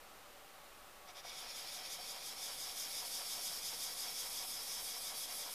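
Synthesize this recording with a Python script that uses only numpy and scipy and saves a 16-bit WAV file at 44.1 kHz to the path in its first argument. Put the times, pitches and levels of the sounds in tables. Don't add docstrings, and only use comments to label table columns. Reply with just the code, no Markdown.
import sys
import numpy as np
from scipy import signal
from scipy.fft import rfft, irfft, next_fast_len
from scipy.io import wavfile
from scipy.ndimage import uniform_filter1d

SR = 44100
rng = np.random.default_rng(int(sys.argv[2]) if len(sys.argv) > 2 else 0)


def waveform_to_disk(signal):
    frames = np.transpose(np.atleast_2d(signal))
    scaled = np.clip(frames, -1, 1) * 32767
    samples = np.round(scaled).astype(np.int16)
    wavfile.write(sys.argv[1], SR, samples)


def ratio(d):
    e = np.asarray(d, float) / 20
    return 10 ** e


N = 244309

# mode_hz, width_hz, level_db, swing_push_db, swing_lead_db, drift_db_per_s
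SHOP_MODES = [(475, 39, -5.5, 0, 0, 0.075), (585, 35, 0.5, 0, 0, 0.2), (778, 68, -1, 0, 0, 0.12),
              (1127.5, 13, 1.5, 0, 0, 0.17), (1286, 50, -5, 0, 0, 0)]
# freq_hz, density_db
SHOP_SPECTRUM = [(10, -28), (18, -10), (42, -10.5), (95, -22.5), (330, -16.5), (1300, -13), (1500, -16),
                 (3500, -20), (6500, -25), (15200, -26)]

# land_s, lift_s, knock_db
TOUCHES = [
    (1.058, 1.098, 4.5),
    (1.136, 1.195, -2.5),
    (1.225, 6.0, 9),
]
# time_s, pressure_db
PRESSURE = [
    (1.09, -13),
    (1.18, -8),
    (1.27, -7.1),
    (1.8, -5),
    (2.3, -4),
    (2.9, 0.4),
    (3.8, 0.0),
    (4.7, 0.05),
    (5.54, -2.5),
]
# mid_s, surge_db, far_knock_db, pull_back_db
PUSHES = [(1.392, 5.5, 5.5, -0.5), (1.572, 9, 4.9, 2), (1.75, 7.5, 4.5, 1), (1.934, 9.1, 6, 3),
          (2.106, 6.5, 6.5, 2.2), (2.27, 7.5, 3.2, 4), (2.448, 7.0, 4.5, 5.0), (2.622, 5.5, 4, 3.5),
          (2.804, 6.5, 4.5, 3.5), (2.979, 4.5, 8, 4.8), (3.157, 5.3, 7, 4), (3.329, 5.5, 5.4, 3.5),
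          (3.46, 5, 4.5, 4.5), (3.671, 6.5, 4.5, 3.9), (3.839, 6.5, 4, 4.5), (4.014, 5.5, 7, 4),
          (4.199, 6, 7.5, 5.9), (4.377, 4.5, 6, 6.5), (4.547, 2.5, 5, 5.5), (4.737, 5.1, 5, 6.9),
          (4.901, 3, 3.5, 6.5), (5.078, 4.5, 7, 7), (5.255, 6.5, 7.0, 8), (5.423, 4, 7.5, 7),
          (5.602, 5.5, 5.0, 2.0)]
# time_s, stall_db
STALLS = [(1.292, -3), (1.502, -3.8), (1.549, 2), (1.683, -2.0), (1.858, -3), (1.978, 3.5), (2.139, 2.2),
          (2.191, 1.5), (2.243, 1.5), (2.358, 3.5), (2.57, 3), (2.741, 4), (2.89, 2), (3.034, 2.5),
          (3.09, 2.5), (3.239, 1.9), (3.395, 1), (3.547, -1), (3.609, 2), (3.787, 2.0), (3.955, 3.5),
          (4.136, 1), (4.293, 2.4), (4.467, 3), (4.656, 2.5), (4.826, 2.5), (5.004, 3), (5.134, 3),
          (5.269, 4.9), (5.493, 1.3)]

MIDDLE_GAIN = (-49, 0.92, 0.4259, 1.34, 0.07, 0.05)
LOW_GAIN = (-55.5, 0.33, .5, 0.8, 0.11, 0.11)
UPPER_GAIN = (-59.5, 1.1, 1.07, 1.01, 0.03, 0.33)
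HISS_GAIN = (-55.5, 1.17, 1.01, 0.93, 0.18, 1.3)
BENCH_GAIN = (-61, -0.08, -0.18, .25, 1.1, -0.05)
PLATE_GAIN = (-58, 0.2, -0.03, 0.93, 0.37, -0.17)

# mode_hz, width_hz, level_db, swing_push_db, swing_lead_db, drift_db_per_s
LOW_MODES = [(3165, 290, -4.5, -1, -1, 0.2), (3347, 143, -0.5, 1.7, 1, 1.4),
             (3533, 130, -4.5, 3.5, 6.5, -0.5), (3664, 106, -0.5, 3, 1.8, 0.5),
             (3905, 200, -4, -1, -1.5, 0.8), (4194, 150, -5, -3, 4.5, -1.5)]
# mode_hz, width_hz, level_db, swing_push_db, swing_lead_db, drift_db_per_s
MIDDLE_MODES = [(4570, 130, -7, 1.5, -0.5, -0.087), (4733, 88, -2, 1, 0.76, -0.038),
                (4950, 117, -8.5, 6.5, 0.67, 0.26), (5073, 130, -4, 4.5, -0.98, 0.4),
                (5243, 160, -4, 2, -1.2, -0.022), (5442, 100, -2.5, -1, -0.61, -0.25),
                (5544, 280, -8, 3.5, 0.81, -0.5), (5860, 104, -6, 5, 0.35, 0.15)]
# mode_hz, width_hz, level_db, swing_push_db, swing_lead_db, drift_db_per_s
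UPPER_MODES = [(6220, 340, 0, -0.53, -0.5, 0.8), (6400, 150, -7, -0.57, -0.76, 0.2),
               (6635, 155, -1, 0.9, 0.1, -0.3), (6650, 160, 0, -0.12, 0.8, -0.6),
               (6980, 180, -1.5, -0.62, 0.5, -0.4), (7110, 100, -14, -1.8, -0.0, 0.2)]
# mode_hz, width_hz, level_db, swing_push_db, swing_lead_db, drift_db_per_s
HISS_MODES = [(7770, 300, -6.5, 1.5, -1.5, -0.9), (7850, 270, -8, 1, -0.8, -0.32),
              (8240, 140, -3, -3.5, 1, -0.2), (8490, 190, -2, 0.9, 0.7, 0.29),
              (9010, 260, -4.5, 3.5, 2, -0.32), (9620, 780, -4.5, -1.5, 1, 0.3),
              (10100, 280, -3.5, -6, 3, 0.71), (10440, 220, 1, 1, 0.55, -1.1),
              (10760, 430, -1, -1, 1, -0.74), (11400, 430, -5, 4.5, -0.071, 0.19),
              (11830, 420, -7, -6.5, -2, 0.62), (12660, 550, -8.5, -2, 2, 0.015),
              (13450, 660, -10.5, 2, -1, 0.4), (14260, 430, -11.5, -4.5, 5.5, -0.1)]
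# freq_hz, density_db
SCRAPE_SPECTRUM = [(2300, -38), (2800, -8), (4300, -2.5), (6000, -15), (7300, -2), (8000, -36)]
# freq_hz, density_db
HISS_SPECTRUM = [(6600, -46), (7400, -5), (9000, -3.5), (11500, -9), (12400, -2.5), (13700, -4),
                 (15200, -11)]
# mode_hz, width_hz, level_db, swing_push_db, swing_lead_db, drift_db_per_s
BENCH_MODES = [(464, 58, -5.5, -0.78, 0.5, 0.46), (532, 56, -3, 0.11, 1.5, -0.5),
               (725, 121, 1, -0.073, -0.6, -0.65), (958, 126, -2.5, 0.32, -2.5, 0.32),
               (1150, 83, -9, 0.9, -2, 0.68), (1338, 83, -5, -0.4, -1, -0.018)]
# mode_hz, width_hz, level_db, swing_push_db, swing_lead_db, drift_db_per_s
PLATE_MODES = [(1614, 270, -8.5, -0.68, -3, 0.1), (1973, 240, -6, -0.71, 0, 0.2),
               (2230, 110, 0, 1.3, 0.5, 0.033), (2453, 203, -2, -1.2, 1.8, -0.36),
               (2790, 140, -7, -0.25, -1, -0.0)]
# mode_hz, width_hz, level_db, swing_push_db, swing_lead_db, drift_db_per_s
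LEG_MODES = [(111, 61, -12.5, .5, .5, .1), (177, 77, -1, 1.1, 1.8, .1), (290, 93, -2, .1, 0.51, .1)]

LAND_S, LIFT_S, LAND_KNOCK_LAG_S = 0.034, 0.027, 0.025
SURGE_S, STALL_S = 0.03, 0.012
KNOCK_S, KNOCK_LAG_S = 0.02, 0.055
PULL_S, PULL_LAG_S = 0.042, 0.108


def level(x, rms_db):
    return x * ratio(rms_db) / np.sqrt(np.mean(x ** 2))


def colour(x, spectrum):
    hz, db = np.transpose(spectrum)
    size = next_fast_len(N)
    bin_hz = np.maximum(np.arange(size // 2 + 1) * SR / size, 1)
    gain_db = np.interp(np.log(bin_hz), np.log(hz), db, left=-80, right=-80)
    return irfft(rfft(x, size) * ratio(gain_db), size)[:N]


def walk(rate_hz):
    hold = int(SR / rate_hz)
    steps = np.repeat(rng.standard_normal(N // hold + 1), hold)
    return uniform_filter1d(uniform_filter1d(steps, hold), hold)[:N]


def stroke():
    mid_s = np.transpose(PUSHES)[0]
    return 2 * np.pi * np.interp(np.arange(N) / SR, mid_s, np.arange(len(PUSHES)))


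def ring(force, modes, wander_db, rate_hz):
    push, lead = np.cos(stroke()), -np.sin(stroke())
    elapsed_s = (np.arange(N) - N // 2) / SR
    out = power = 0
    for hz, width_hz, db, push_db, lead_db, drift_db_per_s in modes:
        swing_db = push_db * push + lead_db * lead
        share = ratio(db + swing_db + drift_db_per_s * elapsed_s + wander_db * walk(rate_hz))
        stage = np.concatenate(signal.iirpeak(hz, hz / (1.55 * width_hz), fs=SR))
        plucks = np.roll(force, rng.integers(N))
        out = out + share * signal.sosfilt([stage, stage], plucks)
        power = power + share ** 2 * width_hz
    return level(out / np.sqrt(power), 0)


def shop():
    air = level(colour(rng.standard_normal(N), SHOP_SPECTRUM), -58.5)
    hum = ratio(-65) * ring(rng.standard_normal(N), SHOP_MODES, wander_db=2.0, rate_hz=2.48)
    return air + hum


def bumps(at_s, db, width_s):
    coarse_s = np.arange(N // 32 + 2) * 32 / SR
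    bells = np.exp(-0.5 * ((coarse_s - at_s[:, None]) / width_s) ** 2)
    return np.interp(np.arange(N) / SR, coarse_s, (db[:, None] * bells).sum(axis=0))


def hands(*parts):
    t = np.arange(N) / SR
    push_s, surge_db, knock_db, pull_db = np.transpose(PUSHES)
    land_s, lift_s, land_db = np.transpose(TOUCHES)
    contact = 0
    for down_s, up_s in zip(land_s, lift_s):
        landing, lifting = (t - down_s) / LAND_S, 1 + (up_s - t) / LIFT_S
        contact = contact + np.clip(np.minimum(landing, lifting), 0, 1)
    pressure = np.interp(t, *np.transpose(PRESSURE))
    surges = bumps(push_s, surge_db, SURGE_S)
    stalls = bumps(*np.transpose(STALLS), STALL_S)
    knocks = bumps(push_s + KNOCK_LAG_S, knock_db, KNOCK_S)
    knocks = knocks + bumps(land_s + LAND_KNOCK_LAG_S, land_db, KNOCK_S / 2)
    pulls = bumps(push_s + PULL_LAG_S, pull_db, PULL_S)
    moves_db = np.array([np.ones(N), pressure, surges, -stalls, knocks, pulls])
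    return contact * ratio(np.array(parts) @ moves_db)


def flutter():
    return ratio(0.27 * np.cos(2 * stroke() - 0.1) + 0.19 * walk(22.1))


def grit(share, spread_db):
    hit, size, sign = rng.random(N), rng.exponential(size=N), rng.standard_normal(N)
    return level((hit < share) * sign * ratio(spread_db * size), 0)


def blade():
    middle, low, upper, hiss = hands(MIDDLE_GAIN, LOW_GAIN, UPPER_GAIN, HISS_GAIN)
    grains = grit(share=0.7, spread_db=1.0)
    body = ratio(-0.42) * middle * ring(grains, MIDDLE_MODES, wander_db=2.0, rate_hz=15)
    body = body + ratio(-0.38) * low * ring(grains, LOW_MODES, wander_db=0.7, rate_hz=14)
    top_gain = hiss ** 0.84 * middle ** 0.16
    top = top_gain * level(ring(grains, HISS_MODES, wander_db=0.5, rate_hz=14), -1.07)
    edge = ratio(1.0) * upper * ring(grains, UPPER_MODES, wander_db=-0.5, rate_hz=14) + top
    shear = grit(share=0.7, spread_db=-0.5)
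    edge_hiss = ratio(-5.0) * hiss * level(colour(shear, HISS_SPECTRUM), 0)
    scrape = ratio(-3) * np.sqrt(middle * upper) * level(colour(shear, SCRAPE_SPECTRUM), -3.5)
    return flutter() * (body + edge + edge_hiss + scrape)


def bench():
    top, plate = hands(BENCH_GAIN, PLATE_GAIN)
    thrum = ring(rng.standard_normal(N), BENCH_MODES, wander_db=-0.5, rate_hz=12)
    rattle = ring(rng.standard_normal(N), PLATE_MODES, wander_db=1.0, rate_hz=10)
    return top * ratio(-1.82) * thrum + plate * ratio(-1.36) * rattle


def legs():
    load = uniform_filter1d(hands(MIDDLE_GAIN)[0], size=SR // 8)
    rumble = ring(rng.standard_normal(N), LEG_MODES, wander_db=2.5, rate_hz=11)
    return load ** 0.72 * ratio(-38.0) * rumble


def room(near):
    t = np.arange(int(SR / 4)) / SR
    tail = rng.standard_normal(len(t)) * ratio(-60 * t / 0.087) * (t > 0.004)
    return ratio(-15.0) * signal.fftconvolve(near, tail / np.sqrt(np.sum(tail ** 2)))[:N]


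def scene():
    air = shop()
    near = blade() + bench() + legs()
    return np.tile(near + room(near) + air, (2, 1))


def top_cut(x):
    return signal.sosfilt(signal.butter(12, 15060, fs=SR, output="sos"), x)


def record(dry):
    mix = dry - 0.00049
    return top_cut(mix)


dry = scene()
out = record(dry)
waveform_to_disk(out)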